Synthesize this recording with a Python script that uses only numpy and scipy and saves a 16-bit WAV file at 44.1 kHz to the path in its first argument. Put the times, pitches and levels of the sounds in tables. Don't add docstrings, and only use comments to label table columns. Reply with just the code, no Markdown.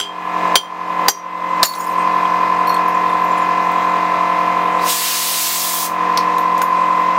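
import sys
import numpy as np
from scipy import signal
from scipy.io import wavfile
from scipy.ndimage import uniform_filter1d

SR = 44100
rng = np.random.default_rng(int(sys.argv[2]) if len(sys.argv) > 2 else 0)


def volts_from_db(level):
    exponent = np.asarray(level, float) / 20
    return 10 ** exponent


def generate_wav(sig):
    pcm = np.round(np.clip(np.atleast_2d(sig).T, -1, 1) * 32767).astype(np.int16)
    wavfile.write(sys.argv[1], SR, pcm)


N = 316638

# pitch as a multiple of the motor speed, level in dB rms.
HUM_TONES = [(2, -55), (4, -35), (5, -44), (7, -35), (9, -44), (10, -45), (11, -37), (12, -37), (15, -36),
             (16, -32), (17, -35), (18, -43), (20, -32), (21, -39), (22, -25.3), (23, -18), (24, -25.6),
             (25, -35), (26, -34), (28, -43), (29, -43), (30, -38), (38, -44), (39, -39), (44, -44),
             (46, -37), (48, -45), (54, -46), (55, -46), (56, -45)]
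# time in seconds, level in dB.
WHINE_LEVEL = [(0, -2), (1.6, 1), (2.6, 1.5), (4, 0), (4.8, -0.3), (5.6, -1.5), (6.8, 3), (7.18, 2)]
# time in seconds, hiss level in dB, tilt in dB per octave.
TRIGGER = [
    (4.776, -61.5, -6.5),
    (4.902, -19.5, -0.5),
    (5.11, -17, -2.3),
    (5.26, -18.5, -0.5),
    (5.46, -16, -1),
    (5.862, -24, 1.5),
    (5.922, -63, -8),
]
# start in seconds, ring in dB, rebound delay in seconds, rebound in dB.
RINGING_BLOWS = [
    (0.001, 3, .011, -0.5),
    (0.557, 5, .013, -2),
    (1.083, -7, 0.013, 2),
]


def in_time(rows):
    s, *columns = np.transpose(rows)
    return [np.interp(np.arange(N) / SR, s, c) for c in columns]


def drift(rate_hz):
    r = np.exp(-80 * np.pi * rate_hz / SR)
    noise = rng.standard_normal(N // 40 + 2002)
    slow = signal.lfilter([1], [1, -2 * r, r * r], noise)[2000:]
    return np.interp(np.arange(N) / 40, np.arange(len(slow)), slow / slow.std())


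def bands(spectrum, patchy_db, rate_hz, tilt_db=0):
    out = 0
    white = rng.standard_normal((2, N))
    points = np.array(spectrum, float)
    edges = 20 * 2 ** np.arange(0, 9.8, 1 / 3)
    for k, (low, high) in enumerate(zip(edges, edges[1:])):
        hz = np.sqrt(low * high)
        if high < points[0, 0] / 2:
            continue
        level_db = np.interp(np.log(hz), np.log(points[:, 0]), points[:, 1])
        level_db = level_db + tilt_db * np.log2(hz / 7000)
        band_pass = signal.butter(2, [low, high], "band", fs=SR, output="sos")
        band = signal.sosfilt(band_pass, white[k % 2])
        out = out + volts_from_db(level_db + patchy_db * drift(rate_hz)) * band
    return out / out.std()


def add(out, s, sound):
    i = round(s * SR)
    out[i:i + len(sound)] += sound[:N - i]


def dying(t60_s, length_s=.4):
    t = np.arange(round(length_s * SR)) / SR
    return t, volts_from_db(-60 * t / t60_s)


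def resonate(clicks, hz, t60_s):
    r = volts_from_db(-60 / (t60_s * SR))
    w = 2 * np.pi * hz / SR
    return signal.lfilter([0, np.sin(w)], [1, -2 * r * np.cos(w), r * r], clicks + 1e-18)


def wind():
    low_pass = signal.butter(2, [20, 110], "band", fs=SR, output="sos")
    low = signal.sosfilt(low_pass, rng.standard_normal(N))
    return volts_from_db(-59 + 2.5 * drift(3)) * low / low.std()


def valve():
    width_hz = 250
    whistle = resonate(rng.standard_normal(N), 7120, 2.5 / width_hz)
    return volts_from_db(-60 + 2 * drift(4)) * whistle / whistle.std()


def cowl():
    width_hz = 80
    song = resonate(rng.standard_normal(N), 2485, 2.4 / width_hz)
    level_db = -43.5 + 1.5 * drift(1.0) + 1.1 * in_time(WHINE_LEVEL)[0]
    return volts_from_db(level_db) * song / song.std()


def faint_orders():
    multiples = range(13, 65)
    strong = dict(HUM_TONES)
    chance = rng.uniform(-1.2, 1, len(multiples))
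    return [(m, -46 - .16 * k + 3 * chance[k]) for k, m in enumerate(multiples) if m not in strong]


def compressor(wander_db=2.0, upper_db=1.0):
    # time in seconds, motor speed in turns per second.
    speed = [(0.0, 44.471), (1.5, 44.464), (3.0, 44.471), (4.5, 44.482), (6.0, 44.487), (7.2, 44.48)]
    # multiple of motor speed, level in dB rms.
    crank = [(16.25, -42), (19.5, -49), (20.25, -48), (20.75, -38), (21.25, -35), (21.5, -46), (21.75, -42),
             (22.25, -34), (22.75, -40), (23.25, -31), (23.5, -45), (23.75, -40), (24.25, -43), (24.5, -38),
             (25.25, -42), (25.5, -44), (26.25, -47), (26.75, -45), (27.25, -47), (28.5, -47), (29.25, -48),
             (46.25, -47)]
    # frequency in Hz, level in dB per Hz.
    casing = [(40, -35), (200, -17.5), (400, -12.5), (650, -6), (850, -14), (1020, 5), (1250, -14),
              (1700, -10), (2500, -21), (3000, -20), (5000, -29), (7500, -36.5), (9000, -43.5),
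              (15500, -42)]
    mesh = 23
    knock_rad, crank_rad, lag_rad = 1.6, -.45, .75
    turn = 2 * np.pi * np.cumsum(in_time(speed)[0]) / SR
    t = np.arange(N) / SR
    wanders = [volts_from_db(wander_db * drift(0.54)) for _ in range(6)]
    whine = volts_from_db(in_time(WHINE_LEVEL)[0])
    settle = volts_from_db(1 - .8 * t)
    creep = crank_rad + .22 * t
    out = 0
    for k, (multiple, db) in enumerate(HUM_TONES + faint_orders() + crank):
        whole = round(multiple)
        phase = rng.uniform(0, 2 * np.pi)
        swell = wanders[k % 6] * volts_from_db(upper_db * (multiple > 36)) if multiple > 8 else 1
        away = abs(multiple - mesh)
        if away <= 3:
            lead = creep + .7 * (whole < mesh - 1)
            phase = -whole * knock_rad + 4 * (multiple - whole) * lead
            phase = phase - lag_rad * (away in (1, 2)) + np.pi * (multiple == mesh - 2)
            if multiple % 1:
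                swell = whine * settle
            else:
                swell = whine ** (1.3 - .6 * away * (away > 1))
        out = out + volts_from_db(db + 3) * swell * np.cos(multiple * turn + phase)
    throb = volts_from_db(0.51 * np.cos(turn - knock_rad))
    return out + volts_from_db(-26) * throb * bands(casing, patchy_db=1.12, rate_hz=4.3)


def leak():
    # time in seconds, pitch in Hz, level in dB.
    glide = [(4.775, 3500, -54), (4.795, 3750, -32), (4.81, 4130, -39), (4.83, 4540, -29),
             (4.86, 4970, -48)]
    hz, db = in_time(glide)
    t = np.arange(N) / SR
    is_open = (t > glide[0][0]) & (t < glide[-1][0])
    breath = uniform_filter1d(rng.standard_normal(N), size=60) * is_open
    return volts_from_db(db) * 8 * breath * np.sin(2 * np.pi * np.cumsum(hz) / SR)


def blow_gun():
    # frequency in Hz, level in dB per Hz.
    nozzle = [(710, -42), (1200, -9), (1270, -13), (1380, -9.5), (1490, -12), (1640, -7), (1950, -7),
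              (4000, -2), (8500, -2), (12900, -4.5), (15700, -1)]
    hiss_db, tilt_db = in_time(TRIGGER)
    t = np.arange(N) / SR
    shut = (t < TRIGGER[0][0]) | (t > TRIGGER[-1][0])
    return volts_from_db(hiss_db) * ~shut * bands(nozzle, patchy_db=.9, rate_hz=9, tilt_db=tilt_db)


def debris():
    # time in seconds, ticks per second, level in dB.
    settling = [
        (1.63, 1300, -14),
        (1.7, 1100, -35),
        (1.85, 900, -39),
        (1.95, 250, -45),
        (2.06, 60, -57),
    ]
    start_s = settling[0][0]
    first, last = round(start_s * SR), round(settling[-1][0] * SR)
    per_s, db = (c[first:last] for c in in_time(settling))
    draw = rng.random((3, last - first))
    ticks = (draw[0] < per_s / SR) * volts_from_db(db - 2.3 * np.log(draw[1] + 0.016))
    dealt = (draw[2] * 30).astype(int)
    pitches_hz = rng.uniform(4000, 15800, size=30)
    t60s = rng.uniform(.006, 0.061, size=30)
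    out = np.zeros(N)
    add(out, start_s, 1.5 * np.diff(ticks, prepend=0))
    for k, (hz, t60_s) in enumerate(zip(pitches_hz, t60s)):
        add(out, start_s, resonate(ticks * (dealt == k), hz, t60_s))
    return out


def pieces(count=12):
    # start in seconds, pitch in Hz, peak level in dB, 60 dB fade in seconds.
    single = [(1.652, 4430, -9, 0.31), (1.652, 6940, -3.5, 0.068), (1.65, 10400, -15, 0.068),
              (1.655, 12700, -10, 0.07), (1.665, 13680, -18, 0.1), (1.687, 10850, -19, 0.11),
              (1.752, 10700, -24, 0.086), (1.782, 15000, -27, 0.1), (1.797, 6880, -24, 0.12),
              (1.862, 10800, -33, .13), (1.9, 8660, -44, .16), (1.991, 8400, -39, .1),
              (2.885, 13210, -43, .1), (2.945, 7200, -43, .1), (3.093, 3590, -27, .035),
              (3.125, 9980, -48, .1), (3.24, 12250, -43, .1), (3.315, 7150, -40, .1),
              (3.375, 10490, -43, .1), (3.38, 7150, -38, .1), (2.882, 10860, -42, .1),
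              (3.42, 6960, -40.5, .1), (3.718, 8210, -45, 0.091), (6.175, 4300, -19, .02),
              (6.383, 12150, -40, .16), (6.383, 13270, -39, .1), (6.58, 12230, -33, .035),
              (6.617, 13400, -30, 0.22), (6.617, 9770, -37, 0.18), (6.617, 6860, -19.5, 0.031)]
    # pitch in Hz, level in dB, 60 dB fade in seconds.
    neck_tones = [(4285, 0, 0.1), (5670, -10, .07), (9600, -23, .1), (11840, -12, 0.24), (13040, -13, .08),
                  (13580, -14, .1)]
    # start in seconds, level in dB.
    bounces = [(2.672, -25.5), (2.694, -24), (2.742, -31)]
    after = 0.021 * (np.arange(count) + rng.uniform(-.3, .3, count))
    pitches_hz = rng.permutation(np.linspace(5700, 15500, count))
    scatter = [(1.678 + s, hz, -29.5 - 66 * s, .1) for s, hz in zip(after, pitches_hz)]
    neck = []
    for s, db in bounces:
        for hz, tone_db, t60_s in neck_tones:
            neck.append((s, hz, db + tone_db + rng.normal(0, 2), t60_s))
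    return single + scatter + neck


def shards():
    out = np.zeros(N)
    for s, hz, db, t60_s in pieces():
        t, fade = dying(t60_s, length_s=.12)
        tumble = 1 + 7 * uniform_filter1d(rng.standard_normal(len(t)), size=round(1e6 / hz))
        edges = np.clip(t / 0.0005, 0, 1) * np.clip((.09 - t) / .015, 0, 1)
        add(out, s, volts_from_db(db) * edges * fade * tumble * np.sin(2 * np.pi * hz * t))
    return out


def hollow():
    out = np.zeros(N)
    air, ground, head = (406, -19, 0.33), (55, -34, 0.11), (1493, -0.5, 0.031)   # Hz, dB, fade in s
    for hz, db, t60_s in (air, ground, head):
        t, fade = dying(t60_s)
        for s, *_ in RINGING_BLOWS:
            add(out, s, volts_from_db(db) * fade * np.clip(t / 0.0013, 0, 1) * np.sin(2 * np.pi * hz * t))
    return out


def bottle():
    # pitch in Hz, level in dB, 60 dB fade in seconds.
    first_tones = [(3190, -1, 0.12), (4775, -18, 0.18), (5033, -30, 0.25), (5771, -38, 0.29),
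                   (6100, -9, 0.065), (7470, -13, 0.045), (8274, -40, 0.16), (9200, -19.5, 0.1),
                   (10800, -25, 0.15), (11910, -44, 0.18), (12230, -45, 0.16), (13730, -38, 0.11),
                   (15690, -53, 0.29)]
    second_tones = [(3170, -2.5, 0.13), (4130, -25, 0.1), (4800, -17, 0.09), (5840, -14, 0.1),
                    (6000, -14, 0.081), (7130, -21, 0.1), (7300, -17.5, 0.09), (9300, -21, 0.08),
                    (9650, -21, 0.084), (10700, -20, 0.14), (10700, -33, 0.12), (14700, -30, 0.1),
                    (15600, -25, 0.1), (15720, -31, 0.13)]
    third_tones = [(3176, -13, 0.17), (4830, -10.5, 0.14), (5800, -5, 0.2), (6260, -6, 0.14),
                   (6300, -2.5, 0.11), (7340, -5, 0.097), (8500, -30, 0.21), (8931, -33, 0.12),
                   (9800, -15.5, 0.097), (11600, -7, 0.2), (12700, -11, 0.086), (13800, -3, 0.12),
                   (14540, -25, 0.16), (15200, -14, 0.096)]
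    out = np.zeros(N)
    for blow, tones in zip(RINGING_BLOWS, (first_tones, second_tones, third_tones)):
        s, db, after, rebound_db = blow
        for hz, tone_db, t60_s in tones:
            t, fade = dying(min(t60_s, 1100 / hz))
            split = rng.uniform(.003, .009)
            phase = rng.uniform(0, 2 * np.pi, 2)
            twin = 0.43 * np.sin(2 * np.pi * hz * (1 + split) * t + phase[0])
            tone = fade * (np.sin(2 * np.pi * hz * t) + twin)
            chatter = 1 + 5 * uniform_filter1d(rng.standard_normal(len(t)), size=150)
            tone = tone * chatter
            add(out, s, volts_from_db(db + tone_db) * tone)
            add(out, s + after, volts_from_db(db + tone_db + rebound_db) * np.cos(phase[1]) * tone)
    return out


def cracks():
    # start in seconds, peak level in dB, knock pitch in Hz, knock level in dB.
    contacts = [(.0004, -0.5, 6000, -6), (0.5554, 4.5, 4300, 5.5), (1.083, 8, 4800, -1.5),
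                (1.6299, 4.5, 4580, 6.5), (1.648, -9.5, 3120, 3), (1.737, -16.5, 4200, 7.5),
                (1.752, -16, 5780, -2), (1.808, -16, 12500, -8), (1.842, -23, 8400, -4),
                (1.991, -36, 9000, -4), (2.252, -39.5, 2920, 27), (2.671, -26, 11000, -9),
                (2.6953, -29, 9450, -10), (2.7437, -28.5, 8900, 1), (2.765, -32, 3320, 11),
                (2.8814, -33, 13000, -0.5), (3.098, -38, 9150, 1.5), (3.2194, -44, 14400, 4),
                (3.3844, -35.5, 10600, -5), (3.7174, -35, 14800, -2), (6.1738, -11.5, 4650, 11),
                (6.382, -20.5, 4000, -3), (6.579, -31, 7000, 3.5), (6.5914, -38, 9000, 5.5),
                (6.6172, -11, 1580, 9)]
    out = np.zeros(N)
    wide = signal.butter(1, [2500, 14000], "band", fs=SR, output="sos")
    dull = signal.butter(2, [450, 2100], "band", fs=SR, output="sos")
    for s, db, hz, knock_db in contacts:
        t, fade = dying(0.04, length_s=.2)
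        noise = rng.standard_normal((3, len(t))) * fade
        spot = signal.butter(2, [hz / 1.197, hz * 1.085], "band", fs=SR, output="sos")
        burst = signal.sosfilt(wide, noise[0])
        thud = volts_from_db(10.5 + .1 * db) * signal.sosfilt(dull, noise[1])
        knock = volts_from_db(knock_db + 13.0) * signal.sosfilt(spot, noise[2] * fade)
        add(out, s, volts_from_db(db - 6) * (burst + thud + knock))
    return out


def yard(x):
    t, fade = dying(0.2, length_s=.3)
    echoes = rng.standard_normal(len(t)) * fade * (t > .003)
    return x + volts_from_db(-8) * signal.fftconvolve(x, echoes / np.linalg.norm(echoes))[:N]


def scene():
    glass = bottle() + cracks() + shards() + debris()
    echoing = yard(glass + volts_from_db(11) * blow_gun())
    machine = compressor() + valve() + cowl()
    return (wind() + machine + leak() + hollow() + echoing)[None]


def gain_control():
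    # start in seconds, depth in dB.
    ducks = [
        (-.045, 16.5),
        (.555, 16.5),
        (1.082, 17.5),
        (1.63, 12.5),
        (6.617, 2.5),
    ]
    duck_s, recover_db_per_s, lag_s = 0.0463, 37, 0.036
    t = np.arange(N) / SR
    keep = np.exp(-1 / (lag_s * SR))
    whine_db = in_time(WHINE_LEVEL)[0]
    excess = np.maximum(in_time(TRIGGER)[0] + 34.5, 0)
    late = signal.lfilter([1 - keep], [1, -keep], excess)
    down = .63 * np.minimum(excess, late)
    for s, depth_db in ducks:
        dive = np.clip((t - s) / duck_s, 0, 1) ** 0.52
        down = np.maximum(down, depth_db * dive * (t < s + duck_s + .002))
    climb = recover_db_per_s * t
    down = np.maximum.accumulate(down + climb) - climb
    return 0.05 - 0.45 * whine_db - down


def band_limit(x):
    return signal.sosfilt(signal.butter(12, 15850, fs=SR, output="sos"), x)


def record(dry):
    x = np.clip(dry * volts_from_db(gain_control()), -1, 1)
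    top_cut = signal.ellip(14, .3, 85, 15830, fs=SR, output="sos")
    mix = signal.sosfilt(top_cut, x)
    return band_limit(mix)


dry = scene()
out = record(dry)
generate_wav(out)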